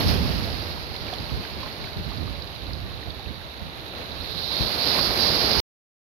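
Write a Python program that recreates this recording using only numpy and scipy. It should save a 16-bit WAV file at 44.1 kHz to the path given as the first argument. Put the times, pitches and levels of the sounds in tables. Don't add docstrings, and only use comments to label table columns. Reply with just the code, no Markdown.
import sys
import numpy as np
from scipy import signal
from scipy.fft import rfft, irfft, next_fast_len
from scipy.io import wavfile
from scipy.ndimage import uniform_filter1d

SR = 44100
rng = np.random.default_rng(int(sys.argv[2]) if len(sys.argv) > 2 else 0)


def int16_out(signal):
    q = np.round(np.clip(np.atleast_2d(signal).T, -1, 1) * 32767)
    wavfile.write(sys.argv[1], SR, q.astype(np.int16))


N = 266584

# t/s, churning body level/dB, fine spray level/dB
SURF_LEVELS = [(0.0, -29.5, -39.5), (0.06, -35, -47), (0.09, -31.5, -41.5), (0.2, -36.5, -52),
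               (0.23, -35.5, -50), (0.9, -41.5, -57.5), (1.06, -40, -56), (2.73, -44, -61),
               (3.45, -44.5, -61.5), (4.15, -41.5, -58), (4.49, -40, -51), (4.52, -36.5, -48.5),
               (4.86, -32.5, -45), (4.99, -28.5, -41), (5.0, -32, -43), (5.58, -29, -43)]
# f/Hz, level/dB
LEFT_RESPONSE = [(60, -4), (150, 3.5), (330, 5), (650, 4), (1300, -1), (1950, -5), (2500, -7),
                 (4200, -10.5), (5200, -14), (6200, -16), (8200, -26.5), (10000, -16.5), (12000, -14.5),
                 (15500, -20.5)]
RIGHT_RESPONSE = [(60, -10.5), (150, 1), (330, 5.5), (620, 7), (1300, 1), (1950, 0), (2900, -0.5),
                  (4000, -7), (5200, -25.5), (6500, -18.5), (8200, -31.5), (10000, -14.5), (11400, -9),
                  (15500, -23)]
# t/s, centre f/Hz, bandwidth/Hz
CAVITY_MODE = [(0, 4230, 2700), (.7, 4150, 1550), (2.3, 3990, 1240), (3.75, 3800, 1010), (4.5, 4020, 1200),
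               (5.0, 4330, 1360), (5.58, 4450, 1750)]
# peak t/s, decay time/s, left level/dB, right level/dB
WIND_GUSTS = [(0.06, 0.024, -20.5, -32), (0.14, 0.34, -28, -20.5), (0.29, .04, -30, -39),
              (0.91, 0.026, -48, -35), (1.04, .05, -37, -44), (1.21, .06, -35, -34),
              (1.33, 0.056, -34, -24), (1.38, 0.028, -29.5, -43), (1.575, 0.025, -33.5, -31.5),
              (1.82, 0.035, -34.5, -40), (1.979, 0.04, -26.5, -28), (2.08, 0.068, -50, -27),
              (2.23, 0.16, -41, -26.5), (2.74, 0.32, -42, -30.5), (3.09, .06, -50, -36),
              (3.28, 0.045, -54, -28), (3.63, .04, -53, -31.5), (4.21, 0.084, -53, -34.5),
              (4.615, 0.031, -21.5, -41), (5.02, 0.036, -41, -26.5), (5.1, 0.023, -41.5, -28),
              (5.44, 0.056, -28.5, -33), (5.57, 0.053, -46, -26.5)]
# f/Hz, level/dB
RUMBLE_SPECTRUM = [(20, -30.5), (35, -13.5), (58, 3), (100, 0), (145, -6), (220, -11.5), (400, -30.5),
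                   (900, -66)]
# f/Hz, level/dB
EDDY_SPECTRUM = [(50, -12.5), (150, 4), (260, -0.5), (500, -11), (1200, -36.5), (3000, -59.5)]
# t/s, peak level/dB, centre f/Hz
DROP_IMPACTS = [(0.0074, -18, 3860), (0.0837, -14, 4830), (0.4449, -22.5, 4050), (0.9627, -22, 4200),
                (1.1832, -23, 4200), (2.4206, -23, 4430), (2.7324, -21.5, 4330), (3.104, -20.5, 3950),
                (4.5675, -17, 4040), (4.9926, -10.5, 4390), (5.23, -7, 4440)]
# peak t/s, rise in level/dB
WAVELETS = [(1.1, 0.9), (1.44, 0.7), (1.64, 1.5), (1.85, 1.1), (2.14, 0.8), (3.2, 0), (3.99, 2.5)]
# t/s, level/dB, starting f/Hz
NEAR_BUBBLES = [(1.066, -25, 2790), (1.082, -28.5, 2290), (1.099, -36, 1740), (1.127, -26.5, 712),
                (1.137, -24, 3310), (1.308, -39, 1250), (1.437, -32, 3000), (1.63, -31.5, 1020),
                (1.66, -32, 1016), (1.841, -31, 2230), (2.118, -34, 1120), (2.275, -36.5, 1160),
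                (3.194, -38, 776), (3.993, -34, 477), (4.988, -22, 1064)]
# t/s, level/dB
BREAKER_FOAM = [(4.1, -40.5), (4.578, -27.5), (4.738, -30), (4.898, -24), (5.072, -25), (5.146, -29),
                (5.216, -23.5), (5.294, -24.5), (5.58, -25.5)]
# f/Hz, bandwidth/Hz
NOTCHES = [(7450, 700), (9070, 1520)]

PORT_LAG_S = 0.00038
CALM_DB = -60.5
CHURN_SHARE_DB, SPLASH_SHARE_DB = -1.5, -6
FOAM_DB, FOAM_FOLLOWS = -44, 0.61
BREEZE_LEFT_DB, BREEZE_RIGHT_DB, BREEZE_WAVER_DB = -47, -41, .2 * 15
BREEZE_FOLLOWS = .2
GUST_RISE_SHARE = .45
STOP_S, CUTOFF_HZ = 5.602, 15700


def from_db(db):
    return 10 ** (np.asarray(db) / 20)


def rms_one(x):
    return x / np.sqrt(np.mean(x ** 2) + 1e-20)


def in_time(rows):
    s, *columns = np.transpose(rows)
    return [np.interp(np.arange(N) / SR, s, c) for c in columns]


def butter(x, hz, kind, order=2):
    return signal.sosfilt(signal.butter(order, hz, kind, fs=SR, output="sos"), x)


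def shaped(x, gain_at):
    size = next_fast_len(N + 4096)
    return irfft(rfft(x, size) * gain_at(np.fft.rfftfreq(size, 1 / SR)), size)[..., :N]


def coloured(x, spectrum):
    hz, db = np.transpose(spectrum)
    return shaped(x, lambda f: from_db(np.interp(np.log(f + 1), np.log(hz), db)))


def drift(rate_hz):
    r = np.exp(-80 * np.pi * rate_hz / SR)
    slow = signal.lfilter([1], [1, -2 * r, r * r], rng.standard_normal(N // 40 + 2002))[2000:]
    return np.interp(np.arange(N) / 40, np.arange(len(slow)), rms_one(slow))


def far_wash():
    lags = PORT_LAG_S * np.sin(np.linspace(0, np.pi / 2, 20))
    hz = np.linspace(0, SR / 2, 400)
    coherence = np.cos(2 * np.pi * np.outer(hz, lags)).mean(axis=1) * np.exp(-hz / 9000)
    mid = shaped(rng.standard_normal(N), lambda f: np.sqrt(1 + np.interp(f, hz, coherence)))
    side = shaped(rng.standard_normal(N), lambda f: np.sqrt(1 - np.interp(f, hz, coherence)))
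    return rms_one(np.array([mid + side, mid - side]))


def bubble_cloud(per_s, cycles, spread_db):
    pitches, out = np.geomspace(300, 14000, 24), np.zeros((2, N))
    for hz in pitches:
        count = int(per_s * N / SR * hz / pitches.sum())
        when, strength, bearing, sign = rng.random((count, 4)).T
        height = from_db(spread_db * np.minimum(-np.log(1 - strength), 4)) * np.sign(sign - .5)
        across = np.cos(np.pi * bearing)
        clicks = np.zeros((2, N))
        for port, facing in enumerate((across, -across)):
            at = (when * N + facing * PORT_LAG_S * SR / 2).astype(int) % N
            clicks[port, at] = height * (1 - 0.2 * facing)
        r, w = from_db(-60 * hz / (cycles * SR)), 2 * np.pi * hz / SR
        poles = [1, -2 * r * np.cos(w), r * r]
        ringing = signal.lfilter([1, 0, -1], poles, clicks + 1e-12 * rng.standard_normal(N))
        out += np.sqrt(hz) * rms_one(ringing)
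    return rms_one(out)


def surf(churn_db, splash_db, spray_db):
    grain = from_db(-1.0 - .35 * (splash_db + 59.5))
    cloud = bubble_cloud(per_s=2600, cycles=22, spread_db=6.5)
    cloud = coloured(cloud, [(300, -12.5), (1500, -5.5), (4000, -4.5)])
    left, right = (far_wash() + grain * cloud) / np.sqrt(1 + grain ** 2)
    heard = np.array([coloured(left, LEFT_RESPONSE), coloured(right, RIGHT_RESPONSE)])
    churn = shaped(heard, lambda f: 1 / (1 + (f / 1700) ** 6))
    spray = shaped(heard, lambda f: 1 - 1 / (1 + (f / 7000) ** 8))
    splash = heard - churn - spray
    spurts_db = .7 * drift(20)
    churn = rms_one(churn) * from_db(churn_db + 3.0)
    splash = rms_one(splash) * from_db(splash_db + 4.0 + spurts_db)
    spray = rms_one(spray) * from_db(spray_db + 4.0 + spurts_db)
    return churn + splash + spray


def foam_level(surf_db, breaker_db):
    s, db = np.transpose(BREAKER_FOAM)
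    fresh_db = np.interp(np.arange(N) / SR, s, db + breaker_db, left=-np.inf)
    return np.maximum(FOAM_DB + FOAM_FOLLOWS * surf_db, fresh_db)


def resonance(x, hz, width_hz, block=512):
    r = np.exp(-np.pi * width_hz / SR)
    out, state = np.zeros(N), np.zeros(2)
    for i in range(0, N, block):
        zeros = np.array([1, 0, -1]) * (1 - r[i] ** 2) / 2
        poles = [1, -2 * r[i] * np.cos(2 * np.pi * hz[i] / SR), r[i] ** 2]
        out[i:i + block], state = signal.lfilter(zeros, poles, x[i:i + block] + 1e-18, zi=state)
    return out


def cavity(x):
    hz, width_hz = in_time(CAVITY_MODE)
    mode = resonance(resonance(x, hz, width_hz), hz, width_hz)
    return butter(butter(mode, 3100, "high", order=4), 5444, "low", order=12)


def foam(foam_db, bursts_per_s, burst_db):
    bursts = (rng.random(N) < bursts_per_s / SR) * rng.standard_normal(N)
    grain = from_db(burst_db - 0.15 * (foam_db + 39.5))
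    fizz = (rng.standard_normal(N) + grain * rms_one(bursts)) / np.sqrt(1 + grain ** 2)
    flutter_db = .7 * drift(27)
    return rms_one(cavity(fizz)) * from_db(foam_db + 5.5 + flutter_db)


def airflow(surf_db):
    t = np.arange(N) / SR
    power = np.array([from_db(db + BREEZE_FOLLOWS * surf_db + BREEZE_WAVER_DB * drift(8)) ** 2
                      for db in (BREEZE_LEFT_DB, BREEZE_RIGHT_DB)])
    for s, decay_s, left_db, right_db in WIND_GUSTS:
        blowing = slice(*np.searchsorted(t, [s - 2 * decay_s, s + 10 * decay_s]))
        age = (t[blowing] - s) / decay_s
        swell = np.exp(-np.where(age < 0, (age / GUST_RISE_SHARE) ** 2, age))
        power[:, blowing] += (from_db([[left_db], [right_db]]) * swell) ** 2
    return 10 * np.log10(power)


def wind(surf_db):
    ports = []
    for gust_db in airflow(surf_db):
        rumble = rms_one(coloured(rng.standard_normal(N), RUMBLE_SPECTRUM))
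        rumble /= np.sqrt(uniform_filter1d(rumble ** 2, size=3500) + 0.027)
        eddies = rms_one(coloured(rng.standard_normal(N), EDDY_SPECTRUM)) * from_db(2.0 * drift(21))
        eddy_share = from_db(-7.0 + 0.42 * (gust_db + 26.0))
        ports.append(from_db(gust_db + 1.06) * (rumble + eddy_share * eddies))
    return butter(np.array(ports), 29, "high", order=3)


def slaps(decay_s, width_hz, gain_db, left_db):
    out, t = np.zeros(N), np.arange(SR // 20) / SR
    for s, db, hz in DROP_IMPACTS:
        impact = rng.standard_normal(len(t)) * np.exp(-t / decay_s)
        burst = butter(impact, [hz - width_hz / 2, hz + width_hz / 2], "band", order=4)
        at = round(s * SR)
        out[at:at + len(t)] += from_db(db + gain_db) * burst / np.abs(burst).max()
    return out * from_db([[left_db], [0]])


def laps(half_width_s):
    t = np.arange(N) / SR
    return sum(db * np.maximum(1 - ((t - s) / half_width_s) ** 2, 0) for s, db in WAVELETS)


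def plops(cycles, rise, splash, gain_db, left_db):
    out, t = np.zeros(N), np.arange(SR // 10) / SR
    for s, db, hz in NEAR_BUBBLES:
        age = t * hz / cycles
        note = np.sin(2 * np.pi * hz * t * (1 + rise * np.minimum(age, 1)))
        spatter = rms_one(butter(rng.standard_normal(len(t)), [hz / np.sqrt(2), hz * np.sqrt(2)], "band"))
        swell = (1 - np.exp(-t * hz)) ** 2
        at = round(s * SR)
        out[at:at + len(t)] += (note + splash * spatter) * swell * from_db(db + gain_db - 60 * age)
    return out * from_db([[left_db], [0]])


def scene():
    body_db, spray_db = in_time(SURF_LEVELS)
    surf_db, lap_db = spray_db - CALM_DB, laps(half_width_s=0.067)
    water = surf(body_db + lap_db + CHURN_SHARE_DB, body_db + lap_db + SPLASH_SHARE_DB, spray_db)
    foam_db = foam_level(surf_db, breaker_db=-0.2) + lap_db
    hiss = foam(foam_db, bursts_per_s=400, burst_db=-5) * [[0], [1]]
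    bubbles = plops(cycles=39, rise=0.06, splash=0.4, gain_db=7, left_db=-8.0)
    drops = slaps(decay_s=0.0018, width_hz=1100, gain_db=1.4, left_db=-18.0)
    return water + hiss + wind(surf_db) + drops + bubbles


def record(dry):
    for hz, width_hz in NOTCHES:
        dry = signal.lfilter(*signal.iirnotch(hz, hz / width_hz, fs=SR), dry)
    running = np.arange(N) / SR < STOP_S
    return signal.sosfilt(signal.ellip(12, .1, 90, CUTOFF_HZ, fs=SR, output="sos"), dry * running)


dry = scene()
out = record(dry)
int16_out(out)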